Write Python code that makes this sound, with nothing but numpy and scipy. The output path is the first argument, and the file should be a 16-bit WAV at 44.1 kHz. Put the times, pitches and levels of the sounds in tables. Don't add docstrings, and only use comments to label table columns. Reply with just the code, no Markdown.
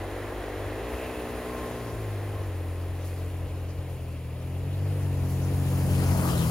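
import sys
import numpy as np
from scipy import signal
from scipy.fft import rfft, irfft, next_fast_len
from scipy.io import wavfile

SR = 44100
rng = np.random.default_rng(int(sys.argv[2]) if len(sys.argv) > 2 else 0)


def put_to_file(sound):
    columns = np.atleast_2d(sound).T
    safe = np.clip(columns, -1, 1)
    whole_steps = np.round(safe * 32767)
    wavfile.write(sys.argv[1], SR, whole_steps.astype(np.int16))


N = 286650
TIME = np.arange(N) / SR

TRUCK_M_PER_S = 4.57
ENGINE_PASS, WHEEL_PASS = (6.06, 5.3), (6.384, 3)


def from_db(db):
    return 10 ** (np.asarray(db) / 20)


def rms_one(x):
    return x / np.sqrt(np.mean(x ** 2) + 1e-20)


def in_time(curve):
    s, value = np.transpose(curve)
    return np.interp(TIME, s, value)


def at_hz(points, hz):
    f, value = np.transpose(points)
    return np.interp(np.log(hz), np.log(f), value)


def drift(rate_hz):
    step = 40
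    r = np.exp(-2 * np.pi * rate_hz * step / SR)
    noise = rng.standard_normal(N // step + 2002)
    slow = signal.lfilter([1], [1, -2 * r, r * r], noise)[2000:]
    return np.interp(np.arange(N) / step, np.arange(len(slow)), rms_one(slow))


def white():
    return rng.standard_normal((3, N))


def grains(per_s, spread_db):
    sizes = from_db(spread_db * np.minimum(rng.exponential(1, (3, N)), 4))
    struck = rng.random((3, N)) < per_s / SR
    return rms_one(sizes * rng.standard_normal((3, N)) * struck)


def coloured(spectrum, flicker_db, source=white):
    # (frequency [Hz], shared part of the power [0-1])
    likeness = [(60, .99), (290, .98), (640, .92), (1400, .85), (2200, .87), (3500, .65), (4800, .62),
                (5800, .35), (7000, .72), (10000, .86), (12000, .88), (15000, .8)]
    out = 0
    draws = (source(), source())
    edges = 20 * 2 ** (np.arange(30) / 3) * 1.02
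    for k, (low, high) in enumerate(zip(edges, edges[1:])):
        if high < spectrum[0][0] or low > spectrum[-1][0]:
            continue
        hz = np.sqrt(low * high)
        alike = np.clip(at_hz(likeness, hz), 0, 1)
        shared, own = draws[k % 2][0], draws[k % 2][1:]
        ears = np.sqrt(alike) * shared + np.sqrt(1 - alike) * own
        band_pass = signal.butter(2, [low, high], "band", fs=SR, output="sos")
        band = signal.sosfilt(band_pass, ears + 1e-18)
        out = out + band * from_db(at_hz(spectrum, hz) + flicker_db * drift(9.5))
    return rms_one(out)


def whistle(hz, width_hz):
    r = np.exp(-np.pi * width_hz / SR)
    poles = [1, -2 * r * np.cos(2 * np.pi * hz / SR), r * r]
    once = signal.lfilter([1, 0, -1], poles, rng.standard_normal(N))
    return rms_one(signal.lfilter([1, 0, -1], poles, once))


def partial(angle, order, rough, scatter=np.pi):
    height = 1 + rough * drift(22)
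    wobble = rough * drift(22)
    phase = scatter * rng.uniform(-1, 1)
    return np.sqrt(2) * height * np.sin(order * angle + phase + wobble)


def swells(rows):
    total = 0
    for s, db, rise, fall in rows:
        total = total + from_db(db) * np.exp(-np.maximum((s - TIME) / rise, (TIME - s) / fall))
    return total


def distance(passing):
    s, miss_m = passing
    return np.hypot(miss_m, TRUCK_M_PER_S * (TIME - s))


def level(cruise_db, per_near, per_drive, passing, drive_db):
    near_db = 20 * np.log10(10 / distance(passing))
    return from_db(cruise_db + per_near * near_db + per_drive * drive_db)


def engine_level(cruise_db, per_near, per_effort, passing=ENGINE_PASS):
    # (time [s], level [dB])
    effort = [(0, 7), (.7, 8), (.9, 8), (1.65, 7), (2.099, 4), (2.35, 3.5), (2.65, 1), (3.7, -2.5),
              (4.3, -8), (4.9, -1), (5.351, 1), (6.15, 3.5), (6.5, -6.5)]
    return level(cruise_db, per_near, per_effort, passing, in_time(effort))


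def tyre_level(cruise_db, per_near, per_slip):
    # (time [s], level [dB])
    wheelspin = [(0, 7.5), (.78, 7), (.96, 10), (1.6, 8.5), (2.5, 2.5), (3.4, -1.5), (4.35, -6.5), (5, -4),
                 (5.45, -3.5), (5.82, 1), (6.5, 3)]
    return level(cruise_db, per_near, per_slip, WHEEL_PASS, in_time(wheelspin))


def panned(x, right_db):
    return x * from_db(right_db / 2 * np.array([[-1], [1]]))


def placed(x, share):
    ahead_db, alongside_db, lead_ms = 3, 6.5, 0.19
    sideways = WHEEL_PASS[1] / distance(WHEEL_PASS)
    pan_db = ahead_db + alongside_db * sideways
    right = np.interp(TIME - lead_ms * sideways / 1000, TIME, x[1])
    return np.array([x[0], right]) * from_db(share * pan_db / 2 * np.array([[1], [-1]]))


def exhaust(angle, speed):
    # (time [s], level [dB])
    boom_curve = [(0, -38), (.4, -45.5), (.68, -37.5), (1.0, -53), (1.65, -46), (2.1, -32), (3.2, -32.5),
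                  (4.35, -37), (4.87, -27), (5.3, -29), (6.13, -25.5), (6.35, -32)]
    # (frequency [Hz], level [dB])
    pipe_null = [(165, 3.5), (180, 1.5), (197, -14), (215, 4), (240, 20)]
    chug = engine_level(-49.5, per_near=-0.39, per_effort=0.4)
    boom = from_db(in_time(boom_curve))
    firing = engine_level(-39, per_near=1.99, per_effort=0.087)
    fourth = engine_level(-51.5, per_near=1.79, per_effort=-0.059, passing=WHEEL_PASS)
    fourth = fourth * from_db(at_hz(pipe_null, 4 * speed))
    fifth = engine_level(-60.5, per_near=1.9, per_effort=0.12, passing=WHEEL_PASS)
    sixth = firing * from_db(-15.5)
    drone = 0
    for order, gain in enumerate((chug, boom, firing, fourth, fifth, sixth), start=1):
        drone = drone + gain * partial(angle, order, rough=.06, scatter=1.4)
    return drone


def growl(angle, speed):
    # (order, level [dB])
    order_levels = [(5, -1), (6, -2.5), (7, 4), (8, .5), (9, 1), (10, 0), (11, -1), (12, -1)]
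    # (frequency [Hz], level [dB])
    resonances = [(225, -12), (262, -1.5), (310, 1), (365, -3), (435, -.5), (520, -3.5), (720, -8),
                  (900, -16), (1400, -22), (2000, -25)]
    voice = 0
    for k in range(5, 33):
        db = np.interp(k, *np.transpose(order_levels)) + at_hz(resonances, k * speed)
        voice = voice + from_db(db) * partial(angle, k, rough=.01 * k, scatter=2.7)
    for k in np.arange(4.5, 14):
        voice = voice + from_db(at_hz(resonances, k * speed) - 16) * partial(angle, k, rough=.4)
    cruise_turns_per_s, db_per_octave = 45, 6
    rev_gain = from_db(db_per_octave * np.log2(speed / cruise_turns_per_s))
    return engine_level(-45.3, per_near=.15, per_effort=.9) * rev_gain * rms_one(voice)


def fan(angle):
    # (frequency [Hz], level [dB per Hz])
    rush = [(150, -33), (250, 9.5), (450, 9.5), (700, 7.5), (1000, 3), (1450, -1), (1950, 2), (2600, -10),
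            (3300, -6.5), (4500, -19), (6000, -21), (9000, -23)]
    throb_db = 0.46
    beat = np.cos(angle) + .4 * np.cos(angle / 2) + .5 * np.cos(angle * 2) + .4 * np.cos(angle * 3)
    air = coloured(rush, flicker_db=0.33) * from_db(throb_db * beat)
    return engine_level(-48.5, per_near=-0.13, per_effort=1.104) * air


def whine():
    # (time [s], level [dB], rise [s], fall [s])
    whine_swells = [(1.58, -47, 0.15, 0.34), (1.92, -55, .04, .06), (2.37, -57, 0.055, .06)]
    gain = np.hypot(engine_level(-68.5, per_near=-0.61, per_effort=0.63), swells(whine_swells))
    hz = 1056
    angle = 2 * np.pi * hz * TIME + 1.1 * drift(10)
    return gain * partial(angle, 1, rough=.5)


def intake():
    # (time [s], level [dB], rise [s], fall [s])
    gulp_swell = [(1.03, -53.5, 0.21, 0.42)]
    gulp = swells(gulp_swell)
    breath_gain = np.hypot(engine_level(-58.5, per_near=0.19, per_effort=0.061), gulp)
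    breath = breath_gain * whistle(hz=2450, width_hz=1260)
    whirr = gulp * from_db(3.5) * whistle(hz=2590, width_hz=330)
    return breath + whirr


def engine():
    # (time [s], crank speed [turns per s])
    speed_curve = [(0.0, 46.8), (0.31, 51.3), (0.61, 49.3), (0.7, 49.8), (0.89, 59.7), (1.0, 63.9),
                   (1.07, 63.9), (1.27, 60.1), (1.68, 62.4), (2.19, 49.6), (2.32, 50.8), (2.59, 44.4),
                   (2.73, 43.9), (3.02, 45.0), (3.58, 44.5), (3.87, 44.0), (4.31, 40.5), (4.54, 44.6),
                   (4.89, 48.8), (5.27, 44.6), (5.54, 46.2), (5.74, 45.2), (6.15, 45.7), (6.5, 39.5)]
    speed = in_time(speed_curve)
    angle = 2 * np.pi * np.cumsum(speed) / SR
    tones = exhaust(angle, speed) + growl(angle, speed) + whine()
    return panned(tones, right_db=-1.1) + panned(fan(angle), right_db=.3) + panned(intake(), right_db=2.5)


def rumble():
    # (frequency [Hz], level [dB per Hz])
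    deep = [(22, -41), (35, -28), (48, -2.5), (70, 1), (95, -4.5), (125, -13.5), (180, -51), (300, -68)]
    # (time [s], level [dB], rise [s], fall [s])
    low_swells = [(1.9, -38, 0.092, 0.27), (3.47, -38, .06, 0.23), (3.78, -41, 0.061, .08),
                  (6.35, -35, .08, .12)]
    gain = np.hypot(tyre_level(-43.5, per_near=0.5, per_slip=0.32), swells(low_swells))
    return gain * coloured(deep, flicker_db=3.0)


def packing():
    # (frequency [Hz], level [dB per Hz])
    pack = [(80, 2), (140, 2.5), (220, -9), (330, -6), (500, -18), (900, -18), (2000, -52)]
    return tyre_level(-48, per_near=1.59, per_slip=0.22) * coloured(pack, flicker_db=0.5)


def crunch():
    # (frequency [Hz], level [dB per Hz])
    crunch_spectrum = [(150, -47), (250, -3.5), (350, -3.5), (520, 1), (700, -9), (1000, -14), (1500, -22),
                       (2500, -22), (5000, -34)]
    snaps = coloured(crunch_spectrum, flicker_db=2.0, source=lambda: grains(per_s=4000, spread_db=2.0))
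    return tyre_level(-46.5, per_near=.35, per_slip=0.15) * snaps


def crust():
    # (frequency [Hz], level [dB per Hz])
    crackle = [(450, 5.5), (750, 2), (1050, 5), (1500, -1.5), (2100, -11), (3200, -29), (5000, -25)]
    # (time [s], level [dB], rise [s], fall [s])
    crust_break = [(6.29, -36.5, 0.33, 0.24)]
    snaps = coloured(crackle, flicker_db=2.0, source=lambda: grains(per_s=4000, spread_db=4.0))
    return swells(crust_break) * snaps


def tyres():
    return panned(rumble(), right_db=-3.0) + placed(packing(), share=0.88) + placed(crunch() + crust(), share=0.68)


def swish():
    # (frequency [Hz], level [dB per Hz])
    swish_spectrum = [(1500, 3), (2500, 5.5), (3300, 4.5), (4200, 1.5), (5200, 2.5), (6000, 1.5),
                      (7200, -3.5), (8500, 8.5), (11000, -20)]
    # (time [s], level [dB], rise [s], fall [s])
    sweeps = [(1.58, -54, 0.12, 0.52), (3.1, -59.5, 0.25, 0.54), (6.38, -47.5, .13, 0.38)]
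    snow = coloured(swish_spectrum, flicker_db=3.5, source=lambda: grains(per_s=16000, spread_db=3.5))
    return snow * np.hypot(tyre_level(-59.5, per_near=1.26, per_slip=0.73), swells(sweeps))


def powder():
    # (frequency [Hz], level [dB per Hz])
    spray = [(4500, 1), (6000, -5.5), (7000, 0), (8500, 5.5), (10000, -0.5), (12000, 0.5), (14000, -1),
             (16000, 0)]
    # (time [s], level [dB], rise [s], fall [s])
    flings = [(3.05, -53, 0.012, 0.19), (3.9, -58, .015, 0.17), (5.3, -50, .015, 0.11),
              (5.54, -52, .01, 0.06), (6.26, -41.5, .03, .13)]
    hiss = coloured(spray, flicker_db=0.54, source=lambda: grains(per_s=32000, spread_db=3.5))
    return hiss * np.hypot(tyre_level(-54, per_near=0.97, per_slip=0.95), swells(flings))


def thrown_snow():
    bursts = from_db(.35 * drift(15))
    return (placed(swish(), share=0.97) + powder()) * bursts


def scene():
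    return engine() + tyres() + thrown_snow()


def record(dry):
    # (frequency [Hz], gain [dB], left lead [rad])
    ports = [(20, 0, 0), (2200, 0, 0), (3200, 0, .7), (5800, 0, .4), (7100, 0, 1.2), (7900, -1.5, 2.6),
             (8500, -1.5, 2.5), (9300, 1, 1.4), (10300, 2.5, .7), (11800, -1.2, 0), (13500, 0, -.7),
             (15700, 1.5, -2.0)]
    cutoff_hz = 15800
    hz, port_db, lead = np.transpose(ports)
    size = next_fast_len(N + SR // 10)
    bins = np.arange(size // 2 + 1) * SR / size
    gain = from_db(np.interp(bins, hz, port_db))
    turn = np.exp(.5j * np.interp(bins, hz, lead) * np.array([[1], [-1]]))
    ported = irfft(rfft(dry, size) * gain * turn, size)[:, :N]
    return signal.sosfilt(signal.ellip(12, .2, 80, cutoff_hz, fs=SR, output="sos"), ported)


dry = scene()
out = record(dry)
put_to_file(out)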